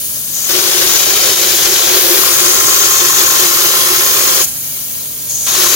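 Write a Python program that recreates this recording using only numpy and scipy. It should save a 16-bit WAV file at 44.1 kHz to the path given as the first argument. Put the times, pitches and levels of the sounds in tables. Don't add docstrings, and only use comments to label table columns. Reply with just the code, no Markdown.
import sys
import numpy as np
from scipy import signal
from scipy.io import wavfile
from scipy.ndimage import map_coordinates

SR = 44100
rng = np.random.default_rng(int(sys.argv[2]) if len(sys.argv) > 2 else 0)


def materialize(psi):
    bounded = np.clip(np.atleast_2d(psi).T, -1, 1)
    quanta = np.round(bounded * 32767).astype(np.int16)
    wavfile.write(sys.argv[1], SR, quanta)


def rack_gain(trim_db):
    fader = np.asarray(trim_db, float)
    return 10 ** (fader / 20)


N = 253971
CONTROL_STEP = 32

# freq_hz, density_db (per Hz)
BLEED_SPECTRUM = [(500, -20), (1200, -32), (3000, -10), (6000, -7), (8000, -21), (10500, 2), (13000, 6),
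                  (16000, 3.5)]
# freq_hz, density_db (per Hz)
JET_SPECTRUM = [(600, -14), (1200, -22), (2500, -27), (4500, -14), (6500, 3), (8000, -10), (11000, -28),
                (16000, -9)]
# freq_hz, density_db (per Hz)
ROAR_SPECTRUM = [(30, -12.5), (250, -10), (700, -6), (1500, -1), (2300, -2.5), (3500, 1.5), (5000, 1),
                 (8000, -15.5), (16000, -8)]
# freq_hz, width_hz, level_db
TIP_MODES = [(6055, 460, -0.5), (6560, 400, 1), (6980, 600, -4.5)]
# freq_hz, width_hz, level_db
BARREL_MODES = [(1061, 51, 4.5), (1160, 96, -4.5), (1330, 225, -2), (1863, 140, -3)]
# freq_hz, width_hz, level_db
HOPPER_MODES = [(346.8, 27, 0.5), (383.7, 53, -4), (427, 61, -9), (519.3, 41, -4.5), (586, 60, -11)]
# freq_hz, density_db (per Hz)
RUMBLE_SPECTRUM = [(15, -43), (25, -10.5), (140, -1.5), (189, -10.5), (248, -5.5), (355, -19), (583, -12.5),
                   (900, -22), (1170, -50), (1980, -120)]
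RUMBLE_DB = -38.5
HUM_HZ = [146.8, 240, 293.6, 440.4, 587.2, 611]
HUM_DB = [-44.5, -48, -51.5, -54, -52.5, -61]

# freq_hz, direct_share (0-1)
DIRECT_SHARE = [(60, .05), (200, 0.12), (700, 0.57), (1500, 0.4), (4000, 0.66), (8000, 0.53), (15000, 0.64)]
# freq_hz, left_minus_right_db
SIDE_LEAN = [(60, 3), (700, 3), (2400, 5), (5000, 5.5), (8000, -1), (11000, 3.5), (15000, 0)]
# left_ms, right_ms, level_db, sway_ms
ECHOES = [(0, 0, 0, .02), (1.3, 1.5, -6, .07), (2.9, 2.6, -6, .1), (4.7, 5.2, -6, .12), (8.9, 8.1, -7, .15)]
# freq_hz, width_hz, left_db, right_db
PORT_MODES = [(6890, 1160, 8.5, 0), (7520, 800, -1.3, 6.5), (8060, 940, -3.5, 0.3), (2400, 500, 0.7, -2.5),
              (9640, 1360, -1, -1.5), (10800, 800, 0, 3), (13600, 1500, -1.5, -1.7), (16100, 870, -4, 4.5)]
# time_s, left_lag_ms, hopper_left_minus_right_db
SWING = [
    (0, -.2, 7),
    (1, -0.075, 4),
    (2, 0.068, 3),
    (3, .15, .8),
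    (4, 0.16, -1.5),
    (5, 0.037, 1.5),
    (5.76, 0, -2),
]
# time_s, turn_to_ports (0-1), jet_tilt_db, closeness_db, nozzle_left_minus_right_db
POSE = [(0, .1, -2, 2.5, 0), (.3, .1, 1, 0.5, 4), (.55, 0.24, -4, -0.5, 3), (.9, 0.27, 1, 0.2, 0.5),
        (1.25, 0.06, -1, 0.5, -2), (1.6, 0, 0.5, 0.5, -1.5), (1.86, .3, 0, 0.5, -2.5),
        (1.98, 0.6, -5, 1.5, -1), (2.2, 0.88, -4, 1.5, 3), (2.45, 0.97, 2.5, 0, -1), (2.9, 1, 2.5, 0, -2.5),
        (3.42, 0.98, 0.5, .4, -1), (3.8, 0.98, -2, 0, -3.5), (4.4, 0.91, 0.5, 0, -4),
        (4.78, .8, 0.5, 0.5, 2), (5.15, .6, -1, -1.5, -0.5), (5.42, 0.56, 0.4, -1, -3),
        (5.76, 0.93, 2.5, 0, 0)]

# air_s, plaster_s, release_s, wet_spit (share carried by the first air, 0-1)
TRIGGER = [
    (.33, .483, 4.438, .95),
    (5.28, 5.457, 6, .15),
]
# time_s, peak_db
SLUGS = [(0.589, -12), (0.896, -13), (0.96, -8), (1.227, -12), (1.314, -12), (1.869, -9), (1.967, -8),
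         (2.216, -9), (2.381, -7), (2.444, -9), (2.68, -7), (2.768, -9), (2.908, -10), (3.041, -8),
         (3.1, -9), (3.185, -9), (3.301, -11), (3.359, -10), (3.512, -11), (3.766, -9), (3.857, -11),
         (4.08, -13)]
# time_s, surge_db
SURGES = [(.52, 0.5), (.62, -2.5), (.74, -1), (.82, 1), (1.29, 1), (1.36, -5.5), (1.43, 1.5), (1.95, 3),
          (2.15, 3.5), (2.47, 6.5), (2.85, 1), (3.13, -4), (3.22, 2.5), (3.5, -3.5), (3.62, 1),
          (3.85, -0.5), (4.1, -1), (4.39, 1), (5.47, -9), (5.52, -5.5), (5.56, -3), (5.61, 5.5),
          (5.7, -2.5), (5.76, 3)]
PARTS = {"bleed": (-24.5, -22.5, -18, 2, -0.08, 0.23), "jet": (-32, -19.5, -18, 0.6, 1.2, 0.05),
         "roar": (-40, -32, -18.5, -1, 0.03, 0.32), "barrel": (-50, -58, -33, 13, 0.18, 0.03),
         "boom": (-59, -52, -24.5, -0.4, -0.36, 1.07)}

VALVE_OPEN_S, VALVE_SHUT_S = 0.015, 0.015
SLACK_S, SLACK_SHARE = 0.1, 0.3
REBOUND_AFTER_S, REBOUND_S, REBOUND_SHARE = 0.047, 0.017, 0.57
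CREEP_S, CREEP_SHARE = 0.09, 0.26
PLASTER_RISE_S, PLASTER_STOP_S = 0.014, 0.055
PLASTER_LEAD_S = 0.029
TAIL_S, TAIL_DB = 0.09, 11.5
FILL_S = 0.006
SURGE_S = 0.059


def rms_one(x):
    return x / np.sqrt(np.mean(x ** 2) + 1e-20)


def in_time(rows):
    s, *columns = np.transpose(rows)
    return [np.interp(np.arange(N) / SR, s, column) for column in columns]


def at_hz(points, hz):
    table_hz, value = np.array(points).T
    return np.interp(np.log(hz), np.log(table_hz), value)


def drift(rate_hz):
    r = np.exp(-40 * np.pi * rate_hz / SR)
    noise = rng.standard_normal(N // 20 + 2002)
    slow = signal.lfilter([1], [1, -2 * r, r * r], noise)[2000:]
    return np.interp(np.arange(N) / 20, np.arange(len(slow)), rms_one(slow))


def resonate(x, hz, width_hz):
    r = np.exp(-np.pi * width_hz / SR)
    top = np.array([1, 0, -1]) * (1 - r * r) / 2
    return signal.lfilter(top, [1, -2 * r * np.cos(2 * np.pi * hz / SR), r * r], x)


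def mix(noise, share):
    share = np.clip(share, 0, 1)
    return np.sqrt(share) * noise[0], np.sqrt(1 - share) * noise[1:]


def pan(db):
    return rack_gain(np.array([db / 2, -db / 2]))


def bands(low_hz, high_hz, count):
    edges = np.geomspace(low_hz, high_hz, count + 1)
    white = rng.standard_normal((2, 3, N))
    for k, (low, high) in enumerate(zip(edges, edges[1:])):
        band = signal.butter(2, [low, high], "band", fs=SR, output="sos")
        yield np.sqrt(low * high), signal.sosfilt(band, white[k % 2])


def ramp(start_s, length_s):
    return np.clip((np.arange(0, N, CONTROL_STEP) / SR - start_s) / max(length_s, 0.002), 0, 1)


def bump(at_s, half_s):
    return ramp(at_s - half_s, half_s) - ramp(at_s, half_s)


def air_valve(air_s, off_s):
    slack = SLACK_SHARE * ramp(air_s - SLACK_S, SLACK_S)
    opened = (1 - SLACK_SHARE) * ramp(air_s, VALVE_OPEN_S)
    shut = ramp(off_s + 0.008, VALVE_SHUT_S)
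    return slack + opened - shut + REBOUND_SHARE * bump(off_s + REBOUND_AFTER_S, REBOUND_S)


def level(part):
    shut_db, air_db, spray_db, turn_db, per_tilt, per_surge = PARTS[part]
    wet = part in ("roar", "barrel", "boom")
    fill_s = FILL_S * (part in ("barrel", "boom"))
    air = plaster = tail = 0
    for air_s, wet_s, off_s, spit in TRIGGER:
        arrive = ramp(wet_s + fill_s, PLASTER_RISE_S)
        stop = ramp(off_s - PLASTER_LEAD_S, PLASTER_STOP_S)
        creep = CREEP_SHARE * ramp(wet_s - CREEP_S, CREEP_S)
        air = air + air_valve(air_s, off_s) * (spit + (1 - spit) * arrive if wet else 1)
        plaster = plaster + creep + (1 - CREEP_SHARE) * arrive - stop
        tail = tail + stop * np.exp(-ramp(off_s, 0.83) / TAIL_S)
    turn, tilt_db, close_db = [curve[::CONTROL_STEP] for curve in in_time(POSE)[:3]]
    surge_db = sum(db * bump(s, SURGE_S) for s, db in SURGES)
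    flow = plaster if wet else np.minimum(air, plaster + tail)
    spray_lift_db = spray_db - air_db + turn_db * turn + per_surge * surge_db
    db = shut_db + (air_db - shut_db) * air + spray_lift_db * flow
    db = db + per_tilt * tilt_db + close_db + wet * TAIL_DB * tail * (1 - air)
    return np.interp(np.arange(N), np.arange(0, N, CONTROL_STEP), db)


def nozzle(sputter):
    bleed = (rack_gain(level("bleed") + 6.0) * pan(in_time(POSE)[3])) ** 2
    jet = rack_gain(level("jet") + 6.0 + 1.0 * sputter) ** 2
    roar = rack_gain(level("roar") + 9.5 + 1.1 * sputter) ** 2
    direct, diffuse = np.zeros((2, 2, N))
    for hz, noise in bands(28.2, 17570, count=18):
        power = bleed * rack_gain(at_hz(BLEED_SPECTRUM, hz)) ** 2
        power = power + jet * rack_gain(at_hz(JET_SPECTRUM, hz)) ** 2
        power = power + roar * rack_gain(at_hz(ROAR_SPECTRUM, hz)) ** 2
        turbulence = rack_gain(0.41 * drift(18.0))
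        gain = np.sqrt(power) * turbulence * pan(at_hz(SIDE_LEAN, hz))[:, None]
        near, far = mix(noise, at_hz(DIRECT_SHARE, hz))
        direct += gain * near
        diffuse += gain * far
    return direct, diffuse


def cavity(modes, share, grit_db):
    flow = rng.standard_normal((3, N)) * rack_gain(grit_db * drift(220.0))
    rung = 0
    for k, (hz, width_hz, db) in enumerate(modes):
        wide_hz = 1.32 * width_hz
        once = resonate(flow, hz, wide_hz)
        rung = rung + rack_gain(db) * resonate(once, hz, wide_hz) * (-1) ** k
    return mix(rms_one(rung), share)


def whistle(sputter):
    gain = rack_gain(level("jet") - 6.5 + 0.5 * sputter) * pan(np.array([5.0]))
    return [gain * part for part in cavity(TIP_MODES, share=0.68, grit_db=3.0)]


def paths(direct, lag_ms):
    out, now = np.zeros((2, N)), np.arange(N)
    for left_ms, right_ms, db, sway_ms in ECHOES:
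        sway = sway_ms * drift(0.637)
        left_delay_ms = left_ms + lag_ms + sway
        right_delay_ms = right_ms + sway + 0.31 * sway_ms * drift(0.74)
        for side, ms in enumerate([left_delay_ms, right_delay_ms]):
            when = now - ms * SR / 1000
            out[side] += rack_gain(db) * map_coordinates(direct[side], [when], order=3, mode="nearest")
    return out / np.sqrt(sum(rack_gain(db) ** 2 for _, _, db, _ in ECHOES))


def compressor():
    t = np.arange(N) / SR
    tones = 0
    for hz, db in zip(HUM_HZ, HUM_DB):
        gain = rack_gain(db + 2.0 + 0.56 * drift(1.9))
        tones = tones + gain * np.sin(2 * np.pi * (hz * t + rng.random()) + 0.13 * drift(4.4))
    rumble = sum(rack_gain(at_hz(RUMBLE_SPECTRUM, hz)) * noise for hz, noise in bands(29.7, 980, count=7))
    near, far = mix(rumble, 0.88)
    return tones + rack_gain(RUMBLE_DB - 3.0) * rms_one(near + far)


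def cough(decay_s):
    kicks = np.zeros(N)
    for s, db in SLUGS:
        kicks[min(round(s * SR), N - 1)] = np.clip(db + 22.0, 0, 9)
    return signal.lfilter([1], [1, -np.exp(-1 / (decay_s * SR))], kicks)


def barrel(sputter):
    near, far = cavity(BARREL_MODES, share=0.88, grit_db=3.5)
    both = np.array([np.roll(near, 9), near]) + far
    turn = in_time(POSE)[0]
    return rack_gain(level("barrel") - 2.0 + 0.8 * sputter) * pan(0.3 + 3.0 * turn) * both


def hopper(sputter):
    near, far = cavity(HOPPER_MODES, share=1.0, grit_db=0.7)
    both = np.array([near, np.roll(near, 14)]) + far
    return rack_gain(level("boom") - 0.5 + 0.46 * sputter) * pan(in_time(SWING)[1]) * both


def scene():
    sputter = 0.4 * drift(7.4) + 1.2 * drift(61.0)
    lumps = cough(decay_s=0.0076)
    jet_near, jet_far = nozzle(sputter + 0.13 * lumps)
    tip_near, tip_far = whistle(sputter)
    left_lag_ms = in_time(SWING)[0]
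    spray = paths(jet_near + tip_near, left_lag_ms) + jet_far + tip_far
    return spray + compressor() + barrel(sputter + lumps) + hopper(sputter + 0.44 * lumps)


def roll_off(x):
    return signal.sosfilt(signal.butter(12, 15910, fs=SR, output="sos"), x)


def record(dry):
    x = dry
    for hz, width_hz, left_db, right_db in PORT_MODES:
        lift = rack_gain(np.array([[left_db], [right_db]])) - 1
        x = x + lift * resonate(x, hz, width_hz)
    overloaded = 1.5 * np.tanh(x / 1.502)
    top_cut = signal.ellip(12, 0.3, 70, 15860, fs=SR, output="sos")
    return roll_off(signal.sosfilt(top_cut, overloaded))


dry = scene()
out = record(dry)
materialize(out)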